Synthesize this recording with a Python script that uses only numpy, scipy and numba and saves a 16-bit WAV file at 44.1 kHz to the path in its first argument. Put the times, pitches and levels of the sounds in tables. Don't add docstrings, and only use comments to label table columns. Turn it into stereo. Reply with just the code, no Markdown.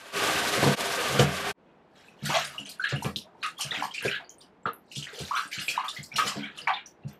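import sys
import numpy as np
from scipy import signal
from scipy.fft import rfft, irfft, next_fast_len
from scipy.io import wavfile
from scipy.ndimage import uniform_filter1d
from numba import njit

SR = 44100
rng = np.random.default_rng(int(sys.argv[2]) if len(sys.argv) > 2 else 0)


def int16_out(signal):
    q = np.round(np.clip(np.atleast_2d(signal).T, -1, 1) * 32767)
    wavfile.write(sys.argv[1], SR, q.astype(np.int16))


N = 317079

# pitch_hz, level_db, ring_s (time to fade by 60 dB)
BOWL_TONES = [(404, -16.5, 0.41), (482, 12.5, 0.07), (540, 5.5, 0.055), (696, 8.5, 0.042),
              (930, 3.5, 0.041)]
FIRST_DIP_S, SPRAY_END_S = .757, 1.53


def undb(db):
    return 10 ** (np.asarray(db) / 20)


def unit(x):
    return x / np.sqrt(np.mean(x ** 2))


def over_time(table):
    return np.interp(np.arange(N) / SR, *np.transpose(table))


def at_pitch(table, hz):
    pitches, values = np.transpose(table)
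    return np.interp(np.log(hz + 1), np.log(pitches + 1), values)


def colour(x, table):
    n = next_fast_len(len(x))
    gain = undb(at_pitch(table, np.fft.rfftfreq(n, 1 / SR)))
    return irfft(rfft(x, n) * gain, n)[:len(x)]


def band(x, low_hz, high_hz):
    return signal.sosfilt(signal.butter(2, [low_hz, high_hz], "band", fs=SR, output="sos"), x)


def resonate(x, hz, width_hz):
    return signal.lfilter(*signal.iirpeak(hz, hz / width_hz, SR), x)


def wander(steps_per_s):
    step = int(SR / steps_per_s)
    stairs = np.repeat(rng.standard_normal(N // step + 1), step)
    return unit(uniform_filter1d(stairs, step)[:N])


@njit
def bubbles(start_s, hz, cycles, rise, gain, swell):
    out = np.zeros(N)
    for k in range(len(start_s)):
        start, phase = int(start_s[k] * SR), 0.
        life = cycles[k] * SR / hz[k]
        for i in range(min(int(2 * life), N - start)):
            pitch_hz = min(hz[k] * (1 + rise[k] * i / life), SR / 2.2)
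            phase += 2 * np.pi * pitch_hz / SR
            fade_in = np.sin(min(phase / (5 + swell * cycles[k]), np.pi / 2)) ** 2
            out[start + i] += gain[k] * fade_in * np.exp(-3 * i / life) * np.sin(phase)
    return out


def swarm(count, low_hz, high_hz, cycles, spread_db):
    when, pitch, loudness, length, rise = rng.random((count, 5)).T
    hz = low_hz * (high_hz / low_hz) ** pitch
    gain = undb(-spread_db * np.log(1 - .98 * loudness))
    return unit(bubbles(when * N / SR, hz, cycles * (.5 + length), .511 * rise, gain, swell=1.5))


def kitchen_noise():
    # pitch_hz, level_db
    room_tone = [(18, -84), (30, -0.5), (109, -22), (170, -14), (394, -15), (584, -18.5), (666, -19.5),
                 (962, -21), (1220, -26.5), (2120, -33), (2350, -33.5), (16000, -73.5)]
    return undb(-54 + .88 * wander(11)) * unit(colour(rng.standard_normal(N), room_tone))


def basin_reflections():
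    # pitch_hz, ring_s
    ring_times = [(300, 0.12), (1500, 0.19), (5000, 0.15), (14000, 0.15)]
    t, tail = np.arange(SR // 2) / SR, 0
    for hz in 200 * 2 ** np.arange(0, 6.6, .5):
        noise = band(rng.standard_normal(len(t)), hz / 1.179, hz * 1.19)
        tail = tail + noise * undb(-60 * t / at_pitch(ring_times, hz))
    tail = tail * undb(3.5 * wander(400)[:len(t)])
    return tail * np.clip(t / .0018, 0, 1) / np.sqrt(np.sum(tail ** 2))


def basin_echo(x, sway):
    return sum(signal.fftconvolve(x * blend(sway), basin_reflections())[:N] for blend in (np.cos, np.sin))


def stereo_spread(x):
    # pitch_hz, level_db
    spread = [(60, -24.5), (110, -28.5), (200, -19.5), (380, -16), (700, -19.5), (1290, -21.5), (2380, -15),
              (4400, -7), (8120, -1), (15000, 4)]
    return colour(basin_echo(x, sway=1.5 * wander(15)), spread)


def basin_air(x):
    # pitch_hz, width_hz, level_db
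    air_tones = [(406.7, 25, 3), (717, 280, 0), (1200, 150, -10.5), (1500, 210, -25.5), (2400, 32, -34.5),
                 (2980, 1700, -12)]
    return x + sum(undb(db + 7) * resonate(x, hz, width_hz) for hz, width_hz, db in air_tones)


def ring(tones, t, tilt_db, ring_scale):
    hz, db, ring_s = np.transpose(tones)[:, :, None]
    gain = undb(db + tilt_db * np.log2(hz / hz.mean()) + 1.5 * rng.standard_normal(hz.shape))
    hz = hz * (1 + .02 * rng.uniform(-1, 1))
    fade = undb(-60 * t / (ring_s * ring_scale))
    return np.sum(gain * fade * np.sin(2 * np.pi * hz * t), axis=0)


def bumps():
    # start_s, level_db, hardness_db, tilt_db_per_octave, ring_scale (times ring_s)
    hits = [(0.576, -16.5, -11, -9, 0.57), (0.629, -13, 7, 4, 0.39), (0.645, -7.5, -16.5, -1.5, 0.88),
            (0.666, -11, 1.5, 3, 0.72), (0.695, -16.5, -7.5, 0, 1), (0.716, -24, 0, 13, 1.3),
            (1.091, -25, -10, -18, 0.7), (1.128, -21.5, -1, -1, 4.1), (1.187, -8, -23, -11.5, 1.4),
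            (1.195, -16.5, 7, -8, 0.72), (1.217, -31.5, 6.5, -7.5, 1.8), (2.223, -21, -23, -7.5, 1.17),
            (2.294, -32.5, 7, 34, 0.22), (2.349, -34, -12, -10, 2.2), (2.594, -29, -12, 12, 0.83),
            (2.924, -14.5, -8.5, -9, 0.88), (3.046, -14.5, -9, -8, 0.77), (3.164, -17.5, -26, 9, 0.22),
            (3.647, -28, -32, -15, 0.56), (3.719, -39.5, 6, 19, 0.67), (3.772, -25.5, -17, 12, 0.72),
            (3.836, -32.5, -9, -2, 0.47), (4.027, -38, 0.5, 14, 0.59), (4.051, -20.5, -1.5, -8.5, 0.5),
            (4.662, -36, 16, 12, 0.43), (4.966, -18, -24, -9.5, 0.44), (5.204, -19, -9, -10.5, 0.46),
            (5.453, -36, -13, 20, 0.31), (5.577, -17.5, -34, -3, 0.28), (5.682, -35.5, -0.5, 5.5, 1.04),
            (5.986, -21.5, -32, -7.5, 0.43), (6.136, -34, -20, -15, 0.56), (6.19, -37, 6, 21, 1.4),
            (6.249, -27.5, -2.5, -3, 0.81), (6.359, -17.5, -8, 7.5, 0.98), (6.614, -42.5, -2, -1.5, 1.1),
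            (7.047, -18.5, -28, -11.5, 0.47)]
    # pitch_hz, level_db, ring_s
    floor_tones = [(84, -18, 0.42), (140, -1, 0.11), (145.1, -7, 0.37), (189, -9.5, 0.39), (209.2, 2, 0.23),
                   (251, -3.5, 0.16), (282, -5, 0.27), (283, -15, 0.22)]
    push_s, press_s, scuff_s, settle_s = .0019, .00476, .028, .009
    out, t = np.zeros(N + SR), np.arange(SR // 2) / SR
    push = signal.windows.hann(int(push_s * SR))
    press = signal.windows.hann(int(press_s * SR))
    for start_s, db, hardness_db, tilt_db, ring_scale in hits:
        contact = .014 * rng.standard_normal(SR // 8) * np.exp(-t[:SR // 8] / scuff_s)
        contact[:len(press)] += 1.014 * press / press.sum()
        thud = np.convolve(ring(floor_tones, t, tilt_db, ring_scale), push / push.sum())[:len(t)]
        thud *= 1 - np.exp(-t / settle_s)
        body = undb(-1.5) * thud + undb(hardness_db - 4) * ring(BOWL_TONES, t, tilt_db, ring_scale)
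        start = int(start_s * SR - len(press) / 2)
        out[start:][:len(t)] += undb(db) * signal.fftconvolve(body, contact)[:len(t)]
    out = band(out[:N], 105, 6000)
    out[int(FIRST_DIP_S * SR):SR] = 0
    out[int(SPRAY_END_S * SR):2 * SR] = 0
    return out


def drips():
    # start_s, level_db, pitch_hz, cycles
    drops = [(2.083, -31, 2510, 15), (2.6, -30, 6960, 42), (2.651, -27, 6140, 33), (2.789, -28, 9800, 8.6),
             (2.82, -24.5, 4110, 45), (2.959, -23.5, 9300, 13), (3.03, -18, 8700, 18),
             (3.417, -31, 4130, 26), (3.464, -2.5, 8100, 1.9), (3.565, -41, 3200, 52),
             (4.026, -5.5, 10000, 3), (4.245, -32.5, 4480, 23), (4.301, -42, 3040, 43),
             (4.633, -43, 7300, 31), (4.734, -13, 11500, 8.4), (5.349, -22, 3050, 30),
             (5.36, -17.5, 3380, 31), (5.352, -19, 5800, 30), (5.478, -17, 8600, 7.9), (5.6, -47, 5000, 22),
             (5.764, -22.5, 3720, 43), (6.14, -22, 5350, 25), (6.28, -11, 5000, 19), (6.553, -47, 3440, 12),
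             (6.573, -35, 1230, 16), (6.617, -17, 4650, 11), (7.035, -41, 2670, 28), (7.13, -30, 13000, 17)]
    start_s, db, hz, cycles = np.transpose(drops)
    return bubbles(start_s, hz, np.maximum(cycles, 2), np.full(len(hz), .06), undb(db), swell=1.8)


def slaps():
    # time_s, level_db, pitch_hz
    cracks = [(.633, -15, 1990), (1.196, -3.5, 2900), (1.1983, -8, 5480), (2.252, -31, 3030),
              (3.047, -18.5, 2900), (3.161, -15, 4100), (3.429, -21, 3000), (3.94, -26, 4950),
              (4.036, -42, 3000), (4.66, -17, 1450), (5.683, -16, 3020), (6.162, -21, 3000),
              (6.677, -8, 1910)]
    out, t = np.zeros(N), np.arange(-64, 65) / SR
    for time_s, db, hz in cracks:
        crack = np.exp(-(t * hz / .9) ** 2) * np.cos(2 * np.pi * hz * t)
        out[int(time_s * SR) - 64:][:len(t)] += undb(db) * crack
    return out


def bowl_hum(jets):
    # pitch_hz, width_hz, level_db
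    hum_tones = [(309.7, 12, 3), (399.3, 7.9, 0), (489, 18, -2), (1170, 23, -8), (1545, 30, -5)]
    jets = jets + undb(-3) * sum(resonate(jets, hz, 1 / ring_s) for hz, _, ring_s in BOWL_TONES)
    return jets + sum(undb(db) * resonate(jets, hz, width_hz) for hz, width_hz, db in hum_tones)


def tap_spray():
    # time_s, level_db
    jet_levels = [(0, -30.5), (.3, -28.5), (.5, -29), (.74, -28.5), (.9, -30), (1.1, -28.5), (1.2, -31),
                  (1.3, -33.5), (1.52, -33)]
    # pitch_hz, level_db
    spray_tone = [(24, -75), (40, 2.5), (110, -4.5), (180, -6.5), (260, -9), (340, -9.5), (392, -13.5),
                  (852, -18), (1150, -1.5), (1250, -3.5), (1370, -9), (1460, -0.5), (1550, -1),
                  (11600, -17.5), (14100, -24), (16000, -75)]
    # time_s, level_db
    spatter_levels = [(0, -0.1), (.4, 1), (.6, 1.1), (.8, 2), (.95, 1.8), (1.1, 0.3), (1.22, 4.3),
                      (1.26, -5), (1.33, 1), (1.42, -2), (1.5, 0.5)]
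    patter = swarm(30000, 157, 15300, cycles=3.3, spread_db=3)
    patter = unit(signal.lfilter([1, -.9], [1], patter))
    hiss = rng.standard_normal(N)
    burble = swarm(4000, 400.8, 2090, cycles=16, spread_db=2.5)
    jets = unit(colour(undb(-8.5) * patter + hiss, spray_tone)) + undb(-11) * burble
    gusts = undb(over_time(spatter_levels) + 1.5 * wander(60))
    jets = jets + band(jets, 3000, 15000) * (gusts - 1)
    return jets * undb(over_time(jet_levels) + wander(40))


def froth(start_s, low_hz, high_hz, cycles, db):
    burst_s, gather_s, spread_db = .012, .005, 2.6
    when, pitch, loudness, length, gather = np.moveaxis(rng.random((len(start_s), 40, 5)), 2, 0)
    times = start_s - burst_s * np.log(1 - .93 * when) + gather_s * gather
    hz = np.minimum(low_hz * (high_hz / low_hz) ** pitch, 14000)
    gain = undb(db - 7.5 - spread_db * np.log(1 - .92 * loudness))
    lives = cycles * (.91 + 3.34 * length)
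    rise = np.full(hz.size, .12)
    return bubbles(times.ravel(), hz.ravel(), lives.ravel(), rise, gain.ravel(), swell=1.2)


def plops():
    # start_s, level_db, pitch_hz, cycles, froth_db, sparkle_db (both added to level_db)
    big_bubbles = [(.632, -16, 1550, 1.54, -4, -4), (1.186, -9, 1336, 12, -7, -8.5),
                   (1.195, -5.5, 685, 0.75, -15.5, -14), (2.231, -33.5, 3400, 5, -5, -2),
                   (2.25, -18, 3800, 12, -2.5, -3), (2.3, -12.5, 930, 4.6, -9.5, -15),
                   (2.336, -20.5, 737, 6.9, 1, -7), (2.34, -16.5, 1900, 9.6, 4.5, -17),
                   (2.36, -24.5, 2420, 9.1, -4, -16.5), (2.442, -27.5, 6370, 3.8, -21, 3.5),
                   (2.546, -25, 1060, 5.3, -34, -26), (2.58, -15.5, 2670, 21, -23, -22),
                   (2.656, -23.5, 2840, 12, -5.5, -25), (2.691, -19, 4130, 12, -4.5, -21),
                   (2.795, -10.5, 1387, 17.4, -33, -29.5), (2.836, -11.5, 1579, 38, -7, -26),
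                   (2.885, -26.5, 2480, 58, 3.5, -12), (2.958, -21, 2620, 42, -19, -24),
                   (3.022, -17.5, 825, 6.5, -43, -10), (3.044, -31, 888, 15, 5, -5),
                   (3.16, -2, 3440, 7, -64, -24), (3.349, -40, 860, 10, -32, -37),
                   (3.428, -17, 1387, 5.4, -0.5, -13), (3.578, -25, 3150, 47, -22.5, -7.5),
                   (3.589, -25, 1034, 8.3, -7.5, -1), (3.605, -17, 2800, 10, 0.5, -0.5),
                   (3.708, -9, 3340, 35, -27, -39.5), (3.716, -12.5, 1795, 18, -35, -36),
                   (3.823, -6, 862, 5, -37.5, -21.5), (3.836, -14.5, 937, 7.3, -30, -23),
                   (3.909, -25, 2900, 37, -12, -31.5), (3.939, -24, 2250, 54, -1, -7.5),
                   (3.98, -11, 2440, 13.5, -15.5, -33), (4.036, -14, 1510, 19, -12.5, -13.5),
                   (4.054, -5.5, 445, 3.5, -55, -21), (4.079, -9, 2260, 16, -28, -25.5),
                   (4.113, -9, 2700, 9.8, -34, -41), (4.141, -15.5, 1510, 25, -17, -27),
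                   (4.2, -25, 770, 3.3, -20, -31), (4.294, -18.5, 6040, 16, -22, -35.5),
                   (4.383, -33, 8300, 40, -24, -29), (4.405, -38, 3460, 30, -2, -30),
                   (4.414, -27.5, 4440, 16, -30, -37), (4.655, -5, 1244, 10.3, -23, -45),
                   (4.915, -24.5, 2600, 11, -11, -13), (4.954, -25, 2950, 6.9, 3.5, -6),
                   (5.025, -16.5, 2770, 13, -10, -22), (5.069, -17.5, 1710, 6.8, -25, -35),
                   (5.126, -30, 437, 12.7, -30, -39), (5.145, -27, 3270, 13, -17, -21),
                   (5.178, -26.5, 434, 7.2, -31, -34), (5.185, -20.5, 2840, 7.3, -3, -13),
                   (5.251, -15, 3500, 10.5, -28, -19), (5.309, -10.5, 976, 11, -33, -40),
                   (5.315, -10, 1120, 7.9, -31, -40), (5.336, -15, 1200, 10, -18, -27),
                   (5.361, -4, 1260, 5.1, -17, -25), (5.369, -3.5, 1322, 7.2, -22, -29),
                   (5.383, -9, 1380, 3.9, -20, -27), (5.393, -25, 1450, 8.3, -10, -21),
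                   (5.434, -11, 1320, 4.2, -33, -28), (5.51, -31.5, 1900, 11, 3.5, 0),
                   (5.527, -14.5, 2110, 16, -7.5, -15), (5.592, -20.5, 3180, 8.3, -4, -9),
                   (5.611, -45, 11900, 4, -17, 20), (5.681, -4, 2340, 18, -13, -37),
                   (5.694, -28.5, 7500, 6, -12, 3.5), (5.758, -22, 1460, 12, -23, -38),
                   (5.776, -5.5, 946, 9.2, -27.5, -48), (5.8, -28, 1210, 9.5, -26, -34),
                   (5.838, -12.5, 1033, 3.6, -14.5, -23), (5.881, -14.5, 3350, 35, -6.5, -30),
                   (5.962, -20.5, 1887, 33, -8.5, -29), (6.03, -18.5, 6900, 16, -17, -12.5),
                   (6.115, -23.5, 2190, 40, -35, -33), (6.158, -10, 2570, 10, -5, -9.5),
                   (6.182, -8.5, 1197, 6.3, -5.5, -14.5), (6.264, -15, 1303, 6.3, -5, -7),
                   (6.298, -22.5, 1046, 11, -12, -26), (6.43, -22, 2930, 25, -25, -32),
                   (6.436, -21.5, 2110, 42, -34, -40), (6.466, -29, 2950, 25, -30, -35),
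                   (6.574, -21, 3200, 6.7, -9, -25), (6.581, -24.5, 9200, 22, -29, -25),
                   (6.586, -19, 2670, 19, -31, -34), (6.672, -10, 941, 6, -6, -38),
                   (6.672, -7, 2090, 11.7, -21, -34), (6.738, -15.5, 3350, 35, -41, -41),
                   (6.859, -23, 5460, 37, -18, -45), (6.864, -37, 6240, 35, -24, -45),
                   (7.074, -39.5, 480, 3.8, -21, -2.5)]
    start_s, db, hz, cycles, froth_db, sparkle_db = np.transpose(big_bubbles)
    out = bubbles(start_s, hz, np.maximum(cycles, 1), np.full(len(hz), .2), undb(db), swell=1.5)
    out *= undb(2.2 * np.clip(wander(300), -2, .5))
    start_s, hz = start_s[:, None], hz[:, None]
    out += froth(start_s, .794 * hz, 3.3 * hz, cycles=5, db=(db + froth_db)[:, None])
    return out + froth(start_s, 4010, 12500, cycles=9, db=(db + sparkle_db)[:, None])


def swish():
    # peak_s, level_db, hold_s, radius_mm, falloff_db_per_octave (away from that size)
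    strokes = [(1.652, -67.5, 0.67, 2.5, 13.5), (2.646, -56, 0.11, 1.9, 8), (3.295, -69, 0.11, 3.7, 8.5),
               (6.353, -48, 0.019, 0.66, 13), (1.965, -58.5, 0.13, 1.17, 9), (2.295, -28, 0.12, 1.3, 10.5),
               (2.51, -47.5, 0.04, 1.15, 6.5), (2.919, -34, 0.0051, 1.5, 14),
               (3.05, -61.5, 0.01, 5.3, -3.5), (3.246, -58.5, 0.015, 4, 9),
               (3.458, -54.5, 0.029, 0.96, 4.5), (3.64, -47.5, 0.084, 2.04, 7),
               (3.666, -40.5, 0.011, 0.96, 8), (3.747, -34.5, 0.066, 1.3, 11.5),
               (3.873, -62, 0.0058, .66, 22), (4.044, -35.5, 0.08, 1.5, 24.5), (4.416, -74, 0.04, 4, 6.5),
               (4.707, -69, 0.04, 4, 18), (4.973, -42, 0.026, 0.66, 16), (5.063, -39, 0.02, 1.8, 21),
               (5.147, -43.5, 0.092, 0.88, 8), (5.278, -44, 0.16, 1, 9), (5.39, -57, 0.033, 1.9, 19),
               (5.57, -34.5, 0.053, 1.05, 17), (5.69, -39, 0.014, 0.44, 9), (5.751, -37.5, 0.04, 1.5, 18),
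               (5.944, -45, 0.0094, 0.87, 7), (6.189, -36.5, 0.091, 1.4, 6),
               (6.276, -34.5, 0.013, 0.68, 25), (6.392, -27, 0.069, 2.03, 33.5),
               (6.567, -53, 0.039, 1.5, 7), (6.732, -36, 0.012, 1.5, 27), (7.073, -55.5, 0.066, 2.07, 14.5)]
    swarm_sizes = [4, 1.5, .66, .35]
    gurgle = swarm(2000, 480, 1400, cycles=6, spread_db=2)
    babble = swarm(3500, 1250, 3600, cycles=12, spread_db=2.5)
    fizz = swarm(4000, 3400, 7200, cycles=18, spread_db=3)
    crackle = swarm(4500, 6800, 13000, cycles=24, spread_db=3)
    rise_db_per_s, fall_db_per_s = 298, 239
    peak_s, db, hold_s, radius_mm, falloff_db = np.transpose(strokes)[:, :, None]
    t = np.arange(0, N + 64, 64) / SR
    before_s, after_s = np.maximum(peak_s - t, 0), np.maximum(t - peak_s - hold_s, 0)
    strength = undb(db - rise_db_per_s * before_s - fall_db_per_s * after_s)
    out = 0
    for size_mm, sound in zip(swarm_sizes, (gurgle, babble, fizz, crackle)):
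        share = undb(-falloff_db * np.abs(np.log2(radius_mm / size_mm)))
        gain = np.sqrt(np.sum((strength * share) ** 2, axis=0))
        out = out + np.interp(np.arange(N) / SR, t, gain) * undb(1.5 * wander(30)) * sound
    return out


def scene():
    # time_s, level_db
    volume = [(0, -20), (.12, -21), (.16, -3), (.742, -3), (.752, -12), (.758, -24), (.775, -11), (.81, -4),
              (1.513, -3), (1.53, -36), (1.545, -20), (1.59, -3), (7.19, -3)]
    jets = bowl_hum(basin_air(tap_spray()))
    jets[int(SPRAY_END_S * SR):] = 0
    splash = basin_air(swish() + plops() + drips())
    knocks, cracks = bumps(), slaps()
    echo = basin_echo(splash + cracks, sway=2 * wander(25))
    room = kitchen_noise()
    middle = room + knocks + jets + cracks + undb(-3) * (splash + echo)
    side = stereo_spread(room + knocks + jets + splash)
    return np.array([middle + side, middle - side]) * undb(over_time(volume))


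def record(dry):
    bass_hz, top_hz = 97, 15500
    thin = signal.sosfilt(signal.butter(3, bass_hz, "high", fs=SR, output="sos"), dry)
    return signal.sosfilt(signal.ellip(10, .2, 80, top_hz, fs=SR, output="sos"), thin)


dry = scene()
out = record(dry)
int16_out(out)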